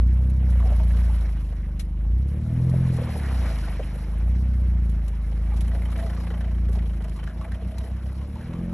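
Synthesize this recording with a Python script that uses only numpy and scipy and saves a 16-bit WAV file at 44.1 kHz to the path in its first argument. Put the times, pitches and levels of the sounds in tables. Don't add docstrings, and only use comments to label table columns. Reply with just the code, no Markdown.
import sys
import numpy as np
from scipy import signal
from scipy.fft import rfft, irfft, next_fast_len
from scipy.io import wavfile

SR = 44100
rng = np.random.default_rng(int(sys.argv[2]) if len(sys.argv) > 2 else 0)


def volts_from_decibels(level):
    exponent = np.asarray(level, float) / 20
    return 10 ** exponent


def file_out(sig):
    cols = np.atleast_2d(sig).T
    lim = np.clip(cols, -1, 1)
    pcm = np.round(lim * 32767).astype(np.int16)
    wavfile.write(sys.argv[1], SR, pcm)


N = 384993
TIME = np.arange(N) / SR
STEP = 20
SLOW_TIME = np.arange(0, N, STEP) / SR


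def rms_one(x):
    return x / np.sqrt(np.mean(x ** 2) + 1e-20)


def held(slow):
    return np.repeat(slow, STEP)[:N]


def in_time(rows):
    s, *columns = np.transpose(rows)
    return [np.interp(TIME, s, c) for c in columns]


def at_hz(points, hz):
    at, value = np.transpose(points)
    return np.interp(np.log(hz), np.log(at), value)


def eased(rows, t):
    s, v = np.transpose(rows)
    slope = np.diff(v) / np.diff(s)
    a, b = np.r_[slope[0], slope], np.r_[slope, 0]
    tangent = np.where(a * b > 0, 2 * a * b / (a + b + 1e-12), 0)
    k = np.clip(np.searchsorted(s, t) - 1, 0, len(s) - 2)
    h = s[k + 1] - s[k]
    u = np.clip((t - s[k]) / h, 0, 1)
    path = v[k] + (v[k + 1] - v[k]) * u * u * (3 - 2 * u)
    return path + h * u * (1 - u) * ((1 - u) * tangent[k] - u * tangent[k + 1])


def bumps(rows, width_s):
    return held(sum(height * np.exp(-((SLOW_TIME - s) / width_s) ** 2) for s, height in rows))


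def drift(rate):
    r = np.exp(-80 * np.pi * rate / SR)
    white = rng.standard_normal(N // 40 + 2002)
    slow = signal.lfilter([1], [1, -2 * r, r * r], white)[2000:]
    return np.interp(np.arange(N) / 40, np.arange(len(slow)), rms_one(slow))


def ring(clicks, hz, t60):
    r, w = volts_from_decibels(-60 / (t60 * SR)), 2 * np.pi * hz / SR
    return signal.lfilter([0, np.sin(w)], [1, -2 * r * np.cos(w), r * r], clicks + 1e-18)


def banded_noise(spectrum, low_hz, count, shared_db, own_db):
    out, together, white = 0, drift(7.0), rng.standard_normal((2, N))
    for k in range(count):
        low = low_hz * 2 ** (k / 2)
        sos = signal.butter(2, [low, low * np.sqrt(2)], "band", fs=SR, output="sos")
        band = signal.sosfilt(sos, white[k % 2])
        level_db = at_hz(spectrum, low * 2 ** (1 / 4)) + shared_db * together + own_db * drift(24.0)
        out = out + band * volts_from_decibels(level_db)
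    return rms_one(out)


# frequency in Hz, width in Hz, level in dB.
PIPE_RESONANCES = [(57.57, 6.6, 8.5), (124.7, 18, -10.5), (166.2, 16.4, -14.5), (224.3, 28, -18.5)]


def pipe(hz):
    return sum(volts_from_decibels(db) / (1j + (hz / at - at / hz) * -at / width) for at, width, db in PIPE_RESONANCES)


def driveline_lurch():
    start_s, rise_s, fall_s = 7.02, 0.41, 0.84
    swing_hz, crest_s, depth = 7.33, 7.665, 0.57
    wound = (SLOW_TIME - start_s) / rise_s
    dying = np.exp(-(np.maximum(wound - 1, 0) * rise_s / fall_s) ** 2)
    swing = depth * np.clip(wound, 0, 1) * dying
    return abs(1 + swing * np.exp(2j * np.pi * swing_hz * (SLOW_TIME - crest_s)))


# frequency in Hz, level in dB.
BOOM = [(48, -20), (60, -16), (80, -31.5), (88, -28.5), (107, -35.5), (128, -23.5), (150, -29.5),
        (172, -21)]
# frequency in Hz, share of the opening felt.
CHOKE = [(60, 1.23), (90, 0.68), (128, 1.38), (150, 0.93), (172, .05)]
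# level in dB, share of the throttle felt.
STRONG_ORDERS = [(1, 0.05), (0.5, 0.1), (-9.5, 0.43)]


def strong_orders(speed, crank, open_db, throttle_db, lurch):
    out = 0
    for k, (order_db, pushed) in zip((2, 3, 4), STRONG_ORDERS):
        hz = k * speed
        level_db = order_db + at_hz(BOOM, hz) + at_hz(CHOKE, hz) * open_db + pushed * throttle_db
        out = out + np.sqrt(2) * volts_from_decibels(level_db) * lurch * np.cos(k * crank + np.angle(pipe(hz)))
    return out


# multiple of crank speed, level in dB.
WEAK_ORDERS = [(1, -8), (1.5, -17.5), (2.5, -12), (3.5, -7.5), (4.5, -10), (5, 3), (5.5, -9), (6, 5.5),
               (6.5, -23.5), (7, 4), (8, 4.5), (9, 1.5), (10, -5), (11, 5), (12, 25)]
# time in seconds, jitter in radians of crank.
ROUGHNESS = [
    (0, .025),
    (5.3, .03),
    (5.8, .1),
    (6.4, .04),
    (7.0, .08),
    (8.2, .15),
    (8.5, .04),
]


def weak_orders(speed, crank, throttle_db, lurch):
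    muffler_hz = 241.7
    weights = [volts_from_decibels(db) * pipe(k * speed) / (1 + (k * speed / muffler_hz) ** 13.0) for k, db in WEAK_ORDERS]
    upper = np.sqrt(sum(abs(w) ** 2 for w, (k, _) in zip(weights, WEAK_ORDERS) if k > 4))
    jitter = in_time(ROUGHNESS)[0][::STEP]
    out = 0
    for w, (k, _) in zip(weights, WEAK_ORDERS):
        uneven_db = 2.0 * drift(6.0)[::STEP]
        late = k * drift(12.0)[::STEP] * jitter
        wave = np.real(w / upper * np.exp(1j * (k * crank + late)))
        out = out + volts_from_decibels(throttle_db - 36.0 + uneven_db) * lurch ** 0.81 * wave
    return out


# frequency in Hz, width in Hz, level in dB.
RASP = [(164, 60, -3.5), (330.6, 68, 1), (471, 41, -7), (572, 5.9, -12.5)]


def exhaust_rasp(speed, crank, open_db, throttle_db):
    gas = rng.standard_normal(N) * held(volts_from_decibels(1.3 * np.cos(crank - 1.5)))
    crank_at_edges = np.interp(np.arange(N + 1) / SR, SLOW_TIME, crank)
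    fired = np.diff(np.floor(crank_at_edges / (2 * np.pi)))
    gas = gas + 28.0 * fired * held(volts_from_decibels(0.5 * (speed - 30) + 2.5 * drift(15.0)[::STEP]))
    revving = held(speed - 30)
    rasp = 0
    for hz, width, db in RASP:
        level_db = db + 0.29 * revving * np.log2(hz / 330)
        rasp = rasp + volts_from_decibels(level_db) * rms_one(ring(gas, hz, 3.0 / width))
    return rasp * held(volts_from_decibels(0.34 * throttle_db + 0.14 * (speed - 30.5) + 0.15 * open_db - 51.5))


# time in seconds, speed in turns per second.
CRANK_SPEED = [(0, 30), (0.35, 32.1), (0.7, 28.7), (0.95, 29.1), (1.5, 25.2), (1.9, 24.6), (2.3, 35),
               (2.76, 43.6), (3.7, 25.2), (4.05, 26.1), (4.42, 31.3), (5.2, 26.4), (5.7, 28.6),
               (6.65, 29.0), (7.12, 26.5), (7.62, 30.6), (8.13, 32.6), (8.72, 44.5)]
# time in seconds, openness of the half-flooded tailpipe in dB, throttle in dB.
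DRIVING = [(0.05, 0.5, 6), (1.1, -1, 2), (1.5, -6, 2), (1.9, -6.5, -0.5), (2.2, -0.5, 2.5), (2.77, 3, 4),
           (3.33, -3.5, 3), (4.0, -8.5, 0.5), (4.3, -2, 3), (4.9, -3, 5.5), (5.16, -5.5, -1),
           (5.6, -3, 4.5), (5.95, -6.5, 3.5), (6.28, -8.5, 1.5), (6.7, -3, 4.5), (7.4, -12, -1),
           (8.3, -6.5, -2), (8.7, -11, 1.5)]


def engine():
    speed = eased(CRANK_SPEED, SLOW_TIME)
    crank = 2 * np.pi * np.cumsum(speed) * STEP / SR
    open_db, throttle_db = (c[::STEP] for c in in_time(DRIVING))
    lurch = driveline_lurch()
    orders = strong_orders(speed, crank, open_db, throttle_db, lurch)
    orders = orders + weak_orders(speed, crank, throttle_db, lurch)
    rasp = exhaust_rasp(speed, crank, open_db, throttle_db)
    return signal.resample_poly(orders, STEP, 1)[:N] + rasp, np.interp(TIME, SLOW_TIME, crank)


# frequency in Hz, level in dB per Hz.
WASH = [(150, 15.5), (300, -1), (450, -4), (600, -2.5), (900, -5.5), (1400, -7.5), (2000, -8), (2800, -15),
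        (4000, -43)]


def lumps(per_s):
    sizes = volts_from_decibels(3.16 * np.minimum(rng.exponential(1, N), 4)) * rng.choice([-1, 1], N)
    born = rng.random(N) < per_s * volts_from_decibels(5.0 * drift(8.0)) / SR
    dealt = rng.integers(0, 16, N)
    out = 0
    for k, hz in enumerate(np.geomspace(450, 3200, 16)):
        out = out + volts_from_decibels(at_hz(WASH, hz)) * ring(sizes * born * (dealt == k), hz, 24.0 / hz)
    return rms_one(out)


# time in seconds, depth in dB.
SPUTTER = [
    (0.3, 3),
    (1.4, 5),
    (2.6, 2),
    (5.5, 3),
    (5.7, 10),
    (6.45, 12),
    (6.6, 8),
    (7.3, 10),
    (7.9, 5),
]


def tailpipe_spit(crank):
    one_spit_s = 6.128
    turns = (crank - crank[round(one_spit_s * SR)]) / (2 * np.pi)
    strength = rng.random(400)[np.floor(turns).astype(int) % 400] ** 0.4
    pulse = np.sin(np.pi * (turns % 1) ** 0.45) ** 2
    return volts_from_decibels(in_time(SPUTTER)[0] * (strength * pulse - 0.4)), turns


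# frequency in Hz, level in dB, t60 in seconds.
DROPS = [
    (1180, -11, 0.11),
    (1950, -1.5, 0.037),
    (3084, -2, 0.04),
]


def drop_rattle(spit, turns):
    start = (turns % 1 < 0.25) * np.clip(spit - 1, 0, 1.2)
    return sum(volts_from_decibels(db) * ring(start * rng.standard_normal(N), hz, t60) for hz, db, t60 in DROPS)


# time in seconds, level in dB.
PANEL_HUMS = [(0.68, -33), (0.95, -44), (2.5, -45), (3.47, -53), (5.76, -38), (6.03, -31), (6.44, -38.5),
              (6.85, -54), (7.07, -48), (7.33, -42), (7.46, -41), (7.6, -41), (7.73, -40), (7.86, -43),
              (8.14, -60)]


def body_panel(wash_db):
    hz, width_hz, swell_s = 654, 29, 0.059
    hum = volts_from_decibels(wash_db + 0.5) + bumps([(s, volts_from_decibels(db)) for s, db in PANEL_HUMS], swell_s)
    return hum * rms_one(ring(rng.standard_normal(N), hz, 1.43 / width_hz))


# time in seconds, wash level in dB.
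CHURN = [(0.05, -58), (0.3, -55.5), (0.68, -49.5), (1.15, -50), (1.4, -55.5), (1.92, -60.5), (2.43, -56),
         (3.18, -43.5), (3.5, -43.5), (4.01, -52), (4.52, -55), (5.35, -55), (5.7, -49.5), (6.17, -48.5),
         (6.6, -54.5), (7.1, -52.5), (7.6, -54), (8.73, -53.5)]
# time in seconds, rise of the wash in dB.
SLAPS = [
    (6.17, 0.5),
    (6.76, 7),
    (7.85, 3.5),
    (8.44, 3.5),
]
# frequency in Hz, level in dB.
SPRAY = [(2500, -7), (3300, -6.5), (4700, 4.5), (6500, -9.5), (9000, 0), (13000, -2)]


def slush(crank):
    wash_db = in_time(CHURN)[0] + bumps(SLAPS, 0.03)
    spray_db = -62.5 + 1.06 * (wash_db + 51.5) - 0.35 * TIME
    spit, turns = tailpipe_spit(crank)
    wash = banded_noise(WASH, 204.0, count=9, shared_db=0.74, own_db=2.5) + volts_from_decibels(-6) * lumps(300.0)
    wash = spit * wash + volts_from_decibels(-20.5) * drop_rattle(spit, turns)
    spray = banded_noise(SPRAY, 2122, count=5, shared_db=1.0, own_db=2.0) * volts_from_decibels(1.1 * drift(50.0))
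    spray = spit ** 0.6 * spray
    return volts_from_decibels(wash_db + 3.5) * wash + volts_from_decibels(spray_db + 7.0) * spray + volts_from_decibels(-11.0) * body_panel(wash_db)


# start in seconds, peak in dB, pitch in Hz, t60 in seconds.
KNOCKS = [(0.552, -39, 536, 0.11), (0.655, -31.5, 750, 0.046), (0.702, -29.5, 675, 0.025),
          (0.719, -30, 630, 0.036), (0.798, -33, 635, 0.11), (2.736, -27.5, 577, 0.071),
          (2.985, -27, 580, 0.03), (3.013, -29.5, 513, 0.043), (3.154, -31, 595, 0.056),
          (3.307, -50, 554, 0.045), (3.46, -31, 600, 0.094), (3.5, -34.5, 813, 0.059),
          (3.794, -25.5, 564, 0.034), (3.951, -49, 497, 0.04), (5.518, -37, 840, 0.073),
          (5.746, -35, 653, 0.032), (6.043, -37, 660, 0.03), (6.69, -32.5, 500, 0.053),
          (6.753, -36, 630, 0.034), (6.769, -33, 555, 0.029), (7.054, -39, 684, 0.04),
          (7.449, -35.5, 677, 0.049), (7.811, -38, 640, 0.097)]


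def knocks():
    out, t = np.zeros(N + SR), np.arange(SR // 5) / SR
    grate = rng.standard_normal((len(KNOCKS), len(t)))
    neighbours = rng.uniform(0.51, 1.44, len(KNOCKS))
    for (s, db, hz, t60), rough, near in zip(KNOCKS, grate, neighbours):
        push = rough * np.minimum(t / 0.001, 1) * np.exp(-t / 0.0086)
        t60 = max(t60, 0.005)
        hit = ring(push, hz, t60) + 0.84 * ring(push, hz * near, t60 * 0.89)
        first = round(s * SR)
        out[first:first + len(t)] += volts_from_decibels(db + 1.5) * hit / np.abs(hit).max()
    return out[:N]


# start in seconds, peak in dB, resonance in Hz.
SCRAPES = [(0.603, -28.5, 1090), (0.641, -41.5, 1035), (0.946, -33.5, 990), (1.098, -34.5, 910),
           (2.7357, -39, 990), (2.979, -36, 1100), (3.072, -32, 1030), (3.1994, -32, 1620),
           (3.235, -27, 1950), (3.641, -33.5, 1460), (5.737, -39, 1010), (5.821, -31, 2100),
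           (5.886, -34, 1100), (5.925, -36.5, 1180), (5.989, -27.5, 1800), (6.177, -34, 1166),
           (6.209, -35, 1030), (6.304, -29.5, 1660), (6.409, -33, 1710), (7.054, -42, 982),
           (7.162, -33.5, 1150), (7.276, -25.5, 1680), (7.414, -28, 1150), (7.52, -29, 1950),
           (7.7834, -33.5, 1010), (8.216, -35.5, 1010), (8.3565, -32, 900), (8.4108, -34, 1720),
           (8.537, -30, 1160)]


def scrapes():
    out, t = np.zeros(N + SR), np.arange(SR // 8) / SR
    shape = (len(SCRAPES), len(t))
    grit = rng.standard_normal(shape) * (rng.random(shape) < 0.04)
    grit[:, 0] = 4
    broad = signal.butter(1, [700, 3500], "band", fs=SR, output="sos")
    for (s, db, hz), clicks in zip(SCRAPES, grit):
        clicks = clicks * np.exp(-t / 0.028)
        hit = ring(clicks, hz, 20.6 / hz) + 4.5 * signal.sosfilt(broad, clicks)
        first = round(s * SR)
        out[first:first + len(t)] += volts_from_decibels(db - 1.0) * hit / np.abs(hit).max()
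    return out[:N]


# start in seconds, peak in dB, length in seconds.
CRACKS = [(0.297, -45.5, 0.015), (0.499, -42.5, 0.021), (1.209, -42.5, 0.0061), (1.795, -30.5, 0.021),
          (2.696, -41.5, 0.0073), (3.247, -50, 0.0081), (3.377, -46.5, 0.0093), (3.925, -52, 0.0049),
          (4.895, -42.5, 0.011), (5.063, -47, 0.0049), (5.079, -38, 0.011), (5.563, -41.5, 0.03),
          (5.6077, -35, 0.014), (5.68, -38, 0.0048), (5.797, -49.5, 0.0057), (5.903, -43, 0.008),
          (5.915, -42, 0.015), (5.977, -40, 0.011), (6.036, -45, 0.01), (6.146, -44, 0.012),
          (6.693, -50, 0.011), (6.728, -41.5, 0.019), (7.021, -47, 0.011), (7.042, -41, 0.011),
          (7.095, -40, 0.0051), (7.161, -43, 0.018), (7.239, -42, 0.008), (7.544, -45.5, 0.0053),
          (7.7828, -32.5, 0.008), (8.413, -46.5, 0.0068)]


def cracks():
    t, gate = np.arange(SR // 10) / SR, np.zeros(N + SR)
    for s, db, length in CRACKS:
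        first = round(s * SR)
        gate[first:first + len(t)] += volts_from_decibels(db - 6.5) * np.exp(-(t / max(length, 0.001)) ** 2)
    bright = signal.butter(1, [1500, 16000], "band", fs=SR, output="sos")
    return gate[:N] * rms_one(signal.sosfilt(bright, rng.standard_normal(N)))


# frequency in Hz, lead of the left in half cycles,
# level in dB of what one port hears alone.
PORTS = [(200, 0, -60), (330, 0, -20), (700, 0, -19), (1150, 0, -30), (1950, 0, -60), (2050, .08, -20),
         (2900, .2, -6), (3300, .6, -6), (3950, .3, -7), (4800, 1, -10), (5150, 1.6, -6), (5650, 1.95, -20),
         (5700, 2, -60), (6300, 2, -60), (6500, 2.2, -8), (8200, 2.75, -9), (8700, 3, -32), (9500, 3, -36),
         (9650, 2.45, -6), (10150, 2.27, -6), (11000, 3, -9), (11600, 3.93, -14), (11750, 4, -60)]
# frequency in Hz, level in dB.
MICROPHONE = [(3000, -1), (4000, 0.5), (4700, -3), (6600, -5.5), (8000, -2), (9600, -1), (10800, 1.5),
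              (11600, -2.5), (11900, -14), (12350, -1), (12600, -56), (14000, -42)]


def ports(x):
    size = next_fast_len(N + 4096)
    hz = np.arange(size // 2 + 1) * SR / size
    at, lead, own_db = np.transpose(PORTS)
    turn = np.exp(0.5j * np.pi * np.interp(hz, at, lead))
    colour = volts_from_decibels(at_hz(MICROPHONE, hz + 1))
    above_boom = signal.sosfilt(signal.butter(4, 300, "high", fs=SR, output="sos"), x)
    scattered = above_boom * drift(60.0)
    own = rfft(scattered, size) * volts_from_decibels(np.interp(hz, at, own_db)) * colour
    shared = rfft(x, size) * colour
    left = irfft((shared + own) * turn, size)[:N]
    right = irfft((shared - own) / turn, size)[:N]
    return np.array([left, right])


def scene():
    exhaust, crank = engine()
    return ports(exhaust + slush(crank) + knocks() + scrapes() + cracks())


def roll_off(x):
    return signal.sosfilt(signal.butter(12, 12260, fs=SR, output="sos"), x)


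def record(dry):
    return roll_off(dry)


dry = scene()
out = record(dry)
file_out(out)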